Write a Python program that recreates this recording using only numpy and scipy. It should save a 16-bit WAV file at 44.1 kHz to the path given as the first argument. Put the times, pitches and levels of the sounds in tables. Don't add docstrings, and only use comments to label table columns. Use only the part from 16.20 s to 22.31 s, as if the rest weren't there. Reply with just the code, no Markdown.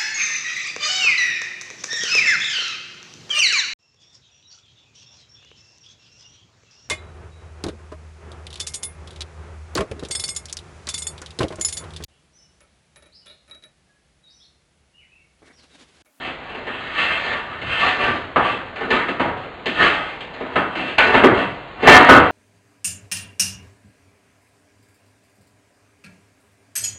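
import sys
import numpy as np
from scipy import signal
from scipy.fft import rfft, irfft, next_fast_len
from scipy.io import wavfile

SR = 44100
rng = np.random.default_rng(int(sys.argv[2]) if len(sys.argv) > 2 else 0)


def how_loud(loudness_db):
    steps = np.asarray(loudness_db, float) / 20
    return 10 ** steps


def log_audio(samples):
    frames = np.atleast_2d(samples).T
    limited = np.clip(frames, -1, 1)
    pcm = np.round(limited * 32767).astype(np.int16)
    wavfile.write(sys.argv[1], SR, pcm)


N = 269451
HOP = 64
MIDDLE_HZ = 1185

# (time [s], relative peak [dB], boom re peak [dB],
# edge re peak [dB], favoured low pitch [Hz], favoured high pitch [Hz])
BLOWS = [(.049, -27.5, -3, 2, 344, 1855), (.347, -26.5, -2.5, -5, 442, 2560),
         (.469, -19, -7.5, -9.5, 1855, 2180), (1.131, -31, -4, -4.5, 1160, 1855),
         (1.416, -29, -0.5, 5, 293, 2090), (1.631, -11, -15, -12.5, 1160, 2200),
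         (1.88, -13, -10.5, -6.5, 320, 1190), (2.16, -3.5, -11, -17.5, 760, 1160),
         (2.559, -23.5, -19, -2.5, 764, 1470), (2.61, -18.5, -1, -12, 490, 780),
         (2.705, -15.5, 2, 5.5, 1240, 1796), (2.884, -17.5, -2.5, -3, 260, 1275),
         (2.997, -10, -5, -10, 260, 950), (3.055, -21, 2, -18.5, 344, 854),
         (3.169, -33.5, -23, -0.5, 854, 3170), (3.234, -29, -3, -7, 453, 2850),
         (3.458, -19.5, 1.5, 7, 390, 1820), (3.62, -10.5, -19, -1.5, 596, 1276),
         (4.006, -35.5, 3.5, 12, 294, 3170), (4.14, -32.5, -4.5, 3.5, 738, 2110),
         (4.203, -23.5, 3.5, -10, 390, 666), (4.357, -6.5, -8, -11.5, 450, 1308),
         (4.554, -20, -2, -2.5, 400, 2290), (4.782, -2.5, -13.5, -1, 657, 1460),
         (4.94, -2.5, -5, -10, 312, 865), (5.036, -1.5, -1.5, -12.5, 442, 600),
         (5.627, -16, 9, -5.5, 440, 2300), (5.673, 6.5, -8, -11, 739, 1855),
         (5.888, 4.5, -6, -20, 950, 1486)]


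def unit_rms(x):
    return x / np.sqrt(np.mean(x ** 2) + 1e-20)


def at_hz(points, hz, column=1):
    points = np.array(points)
    return np.interp(np.log(hz), np.log(points[:, 0]), points[:, column])


def drift(step_s):
    return np.interp(np.arange(N) / SR / step_s, np.arange(400), rng.standard_normal(400))


def tilt_db(hz, boom_db, edge_db):
    boom_hz, edge_hz = 270, 3330
    low = np.clip(np.log(MIDDLE_HZ / hz) / np.log(MIDDLE_HZ / boom_hz), 0, 1)
    high = np.clip(np.log(hz / MIDDLE_HZ) / np.log(edge_hz / MIDDLE_HZ), 0, 1)
    return low * boom_db + high * edge_db


def swell(s, held_s, up_db_per_s, down_db_per_s):
    t = np.arange(0, N, HOP) / SR - np.asarray(s)[:, None]
    rise_db = up_db_per_s * np.minimum(t, 0)
    fall_db = down_db_per_s * np.maximum(t - held_s, 0)
    return how_loud(2 * (rise_db - fall_db))


def summed_db(level_db, swells, floor_db):
    power = how_loud(2 * level_db) @ swells + how_loud(2 * floor_db)
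    return np.interp(np.arange(N), np.arange(0, N, HOP), 10 * np.log10(power))


def stick_slip():
    slips_per_s, spread_db = 2200, 3
    sizes = how_loud(spread_db * np.minimum(rng.exponential(1, N), 5))
    signs = rng.choice([-1, 1], N)
    slipping = rng.random(N) < slips_per_s / SR
    return unit_rms(sizes * signs * slipping)


def rub_db(hz):
    # (time of full pressure [s], held [s], relative level at the middle pitch [dB],
    # boom re level [dB], edge re level [dB])
    strokes = [(0, 0.063, -31.5, -3.5, 6), (.28, .02, -33.5, -10, 0.5), (.5, 0.34, -31.5, -13, 3),
               (0.788, 0.023, -19, -15.5, 5.5), (0.908, 0.019, -20, -14, 2), (0.971, 0.15, -25.5, -11, 3.5),
               (1.108, 0.017, -20.5, -13.5, -2), (1.32, 0.014, -31, -9, -1.5), (1.499, 0.056, -20, -20, 1),
               (1.608, 0.072, -17, -11.5, 3.5), (1.808, 0.034, -15.5, -5, -1), (2.249, 0.027, -21, -3, 0),
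               (2.38, 0.024, -33.5, 0.5, -6), (2.619, 0.028, -24.5, 0.5, -9.5),
               (2.728, 0.028, -16.5, -15, -4), (3.06, 0.039, -22, -10, -31), (3.599, 0.042, -12, -11, 0.5),
               (3.77, .02, -24.5, -5, -0.5), (3.85, 0.048, -30.5, -5, -0.5), (4.22, 0.15, -32, -3, -3.5),
               (4.58, 0.016, -25.5, 1.5, 2.5), (4.65, 0.066, -29.5, -4.5, 1.5), (4.85, 0.11, -14.5, -3, -5),
               (5.168, 0.013, -17, -1, -3), (5.652, 0.025, -13, 0, -3.5), (5.684, 0.058, -1.5, -10, -3),
               (5.9, 0.045, -4.5, -5, -10.5)]
    press_s, let_go_db_per_s = 0.11, 113.5
    chatter_db, chatter_db_per_s = -6.5, 119
    resting_db = -44
    s, held_s, level_db, boom_db, edge_db = np.transpose(strokes)
    blow_s, peak_db, blow_boom_db, blow_edge_db = np.transpose(BLOWS)[:4]
    press_db_per_s = (level_db[:, None] - resting_db) / press_s
    stroke_swells = swell(s, held_s[:, None], press_db_per_s, let_go_db_per_s)
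    chatter_swells = swell(blow_s, 0, 1e5, chatter_db_per_s)
    stroke_db = level_db + tilt_db(hz, boom_db, edge_db)
    after_blow_db = peak_db + chatter_db + tilt_db(hz, blow_boom_db, blow_edge_db)
    return summed_db(np.r_[stroke_db, after_blow_db], np.r_[stroke_swells, chatter_swells], resting_db)


def rub_force(hz, slips):
    return slips * how_loud(rub_db(hz))


def blow_force(hz, extra_db):
    s, peak_db, boom_db, edge_db = np.transpose(BLOWS)[:4]
    force = np.zeros(N)
    force[np.round(s * SR).astype(int)] = how_loud(peak_db + tilt_db(hz, boom_db, edge_db) + extra_db)
    return force


def favoured(hz, octaves):
    distance = np.log2(hz / np.array(BLOWS)[:, 4:]) / octaves
    return np.exp(-.5 * distance ** 2).max(axis=1)


def clear_modes(slips):
    # (frequency [Hz], relative level [dB], t60 [s])
    sheet_modes = [(261, -13.5, 0.49), (317, -5, 0.53), (344, -12.5, 0.26), (442, -4.5, 0.43),
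                   (596, -4, 0.32), (670.6, -7, 0.24), (739, -1.5, 0.37), (854, -10.5, 0.43),
                   (951, -3, 0.51), (1160, -3, 0.21), (1180, -5.5, 0.35), (1256, 0.5, 0.11),
                   (1396, -6, 0.31), (1486, 0.5, 0.15), (1627, -4, 0.33), (1781, 3, 0.097),
                   (1855, -6, 0.18), (1937, -6, 0.22), (2110, -2.5, 0.21), (2560, -19.5, 0.12),
                   (2680, -4, 0.12), (3170, -4.5, 0.16), (3296, -7.5, 0.25), (3740, -18.5, 0.14),
                   (4004, -8, 0.1)]
    rub_gain_db, blow_gain_db, strike_spread_db = -6.5, -22.5, 0.5
    free_rub_db, free_blow_db, free_octaves = 6, 16.5, 0.026
    clang = 0.12
    out = np.zeros(N)
    chance = rng.standard_normal((len(BLOWS), len(sheet_modes)))
    latest = np.maximum(np.searchsorted(np.array(BLOWS)[:, 0], np.arange(N) / SR) - 1, 0)
    clang_db = clang * (rub_db(MIDDLE_HZ) + 13.5)
    for k, (hz, level_db, t60) in enumerate(sheet_modes):
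        radius = how_loud(-60 / (t60 * SR))
        angle = 2 * np.pi * hz / SR
        free = favoured(hz, free_octaves)
        rubbed = np.sqrt(1 - radius) * rub_force(hz, slips)
        rubbed *= how_loud(rub_gain_db + free_rub_db * free[latest] + clang_db)
        struck = blow_force(hz, blow_gain_db + free_blow_db * free + strike_spread_db * chance[:, k])
        feed = [0, how_loud(level_db) * np.sin(angle)]
        feedback = [1, -2 * radius * np.cos(angle), radius * radius]
        out += signal.lfilter(feed, feedback, rubbed + struck)
    return out


def wash(slips):
    # (frequency [Hz], relative colour [dB], t60 [s])
    dense_modes = [(110, -18, 1), (165.4, 1.5, 0.44), (300, 5.5, 0.4), (600, 2, 0.41), (1170, -3.5, 0.65),
                   (2390, 0, 0.32), (3010, -4.5, 0.26), (5250, -20, 0.5)]
    blow_gain_db, favour_db, favour_octaves = 30.5, 3, 0.096
    first_snap, snap_s = 0.52, 0.023
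    patch_s, patchy_db = .04, 2.5
    shapes, bend_s = 3, .25
    out = np.zeros(N)
    edges = 90 * 2 ** np.arange(0, 6.2, 1 / 3)
    t = np.arange(SR // 2) / SR
    white = rng.standard_normal((2, shapes, len(t)))
    turn = np.arange(N) / SR / bend_s - np.arange(shapes)[:, None]
    away = np.abs((turn + shapes / 2) % shapes - shapes / 2)
    share = np.sqrt(np.clip(1 - away, 0, 1))
    for k, (low, high) in enumerate(zip(edges, edges[1:])):
        hz = np.sqrt(low * high)
        decay = how_loud(-60 * t / at_hz(dense_modes, hz, column=2)) * (1 + first_snap * np.exp(-t / snap_s))
        band = signal.butter(2, [low, high], "band", fs=SR, output="sos")
        answer = signal.sosfilt(band, white[k % 2] * decay) / np.sqrt(np.sum(decay ** 2))
        rubbed = rub_force(hz, slips) * how_loud(patchy_db * drift(patch_s))
        struck = blow_force(hz, blow_gain_db + favour_db * favoured(hz, favour_octaves))
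        force = (rubbed + struck) * how_loud(at_hz(dense_modes, hz))
        out += signal.oaconvolve(force * share, answer, axes=1)[:, :N].sum(axis=0)
    return out * np.sqrt(SR / 2 / MIDDLE_HZ)


def rumble(low_hz=75, high_hz=140, still_db=-54):
    # (time of widest swing [s], level [dB])
    wobbles = [(.05, -47), (.92, -50), (1.46, -34.5), (1.89, -32), (2.2, -33.5), (2.75, -53), (3.03, -33),
               (3.66, -42), (4.4, -41.5), (4.95, -34), (5.12, -26.5), (5.73, -33), (5.94, -22.5)]
    up_db_per_s, down_db_per_s = 201.5, 63.5
    s, level_db = np.transpose(wobbles)
    band = signal.butter(2, [low_hz, high_hz], "band", fs=SR, output="sos")
    noise = unit_rms(signal.sosfilt(band, rng.standard_normal(N)))
    return noise * how_loud(summed_db(level_db, swell(s, 0, up_db_per_s, down_db_per_s), still_db))


def room_tone(level_db=-36.5):
    # (frequency [Hz], relative density [dB])
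    hush = [(15, -36), (25, -5), (217, -9.5), (342, -7.5), (744, -5.5), (811, -7), (4380, -21), (5690, -59),
            (9640, -120)]
    hz = np.maximum(np.fft.rfftfreq(N, 1 / SR), 1)
    coloured = irfft(rfft(rng.standard_normal(N)) * how_loud(at_hz(hush, hz)), N)
    return how_loud(level_db) * unit_rms(coloured)


def scene():
    slips = stick_slip()
    panels = clear_modes(slips) + how_loud(-4.5) * wash(slips) + rumble()
    return (panels + room_tone())[None]


def low_pass(x):
    return signal.sosfilt(signal.butter(12, 16000, fs=SR, output="sos"), x)


def record(dry, input_cut_hz=3700):
    # (frequency [Hz], gain [dB])
    smoothing = [(4200, -1.5), (5100, -5), (5500, -19), (6000, -11), (7000, -22.5), (8000, -34.5),
                 (9000, -49.5), (10000, -67.5), (11500, -100)]
    recorder_rate = SR / 4
    x = signal.sosfilt(signal.butter(3, input_cut_hz, fs=SR, output="sos"), dry)
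    x = signal.sosfilt(signal.butter(2, 36, "high", fs=SR, output="sos"), x)
    size = next_fast_len(N + SR // 4)
    hz = np.maximum(np.fft.rfftfreq(size, 1 / SR), 1)
    x = irfft(rfft(x, size) * (hz < recorder_rate / 2), size)
    x = x * (1 + 2 * np.cos(2 * np.pi * recorder_rate * np.arange(size) / SR))
    smoothed = irfft(rfft(x) * how_loud(at_hz(smoothing, hz)), size)[:, :N]
    return low_pass(np.clip(smoothed, -1, 1))


dry = scene()
out = record(dry)
log_audio(out)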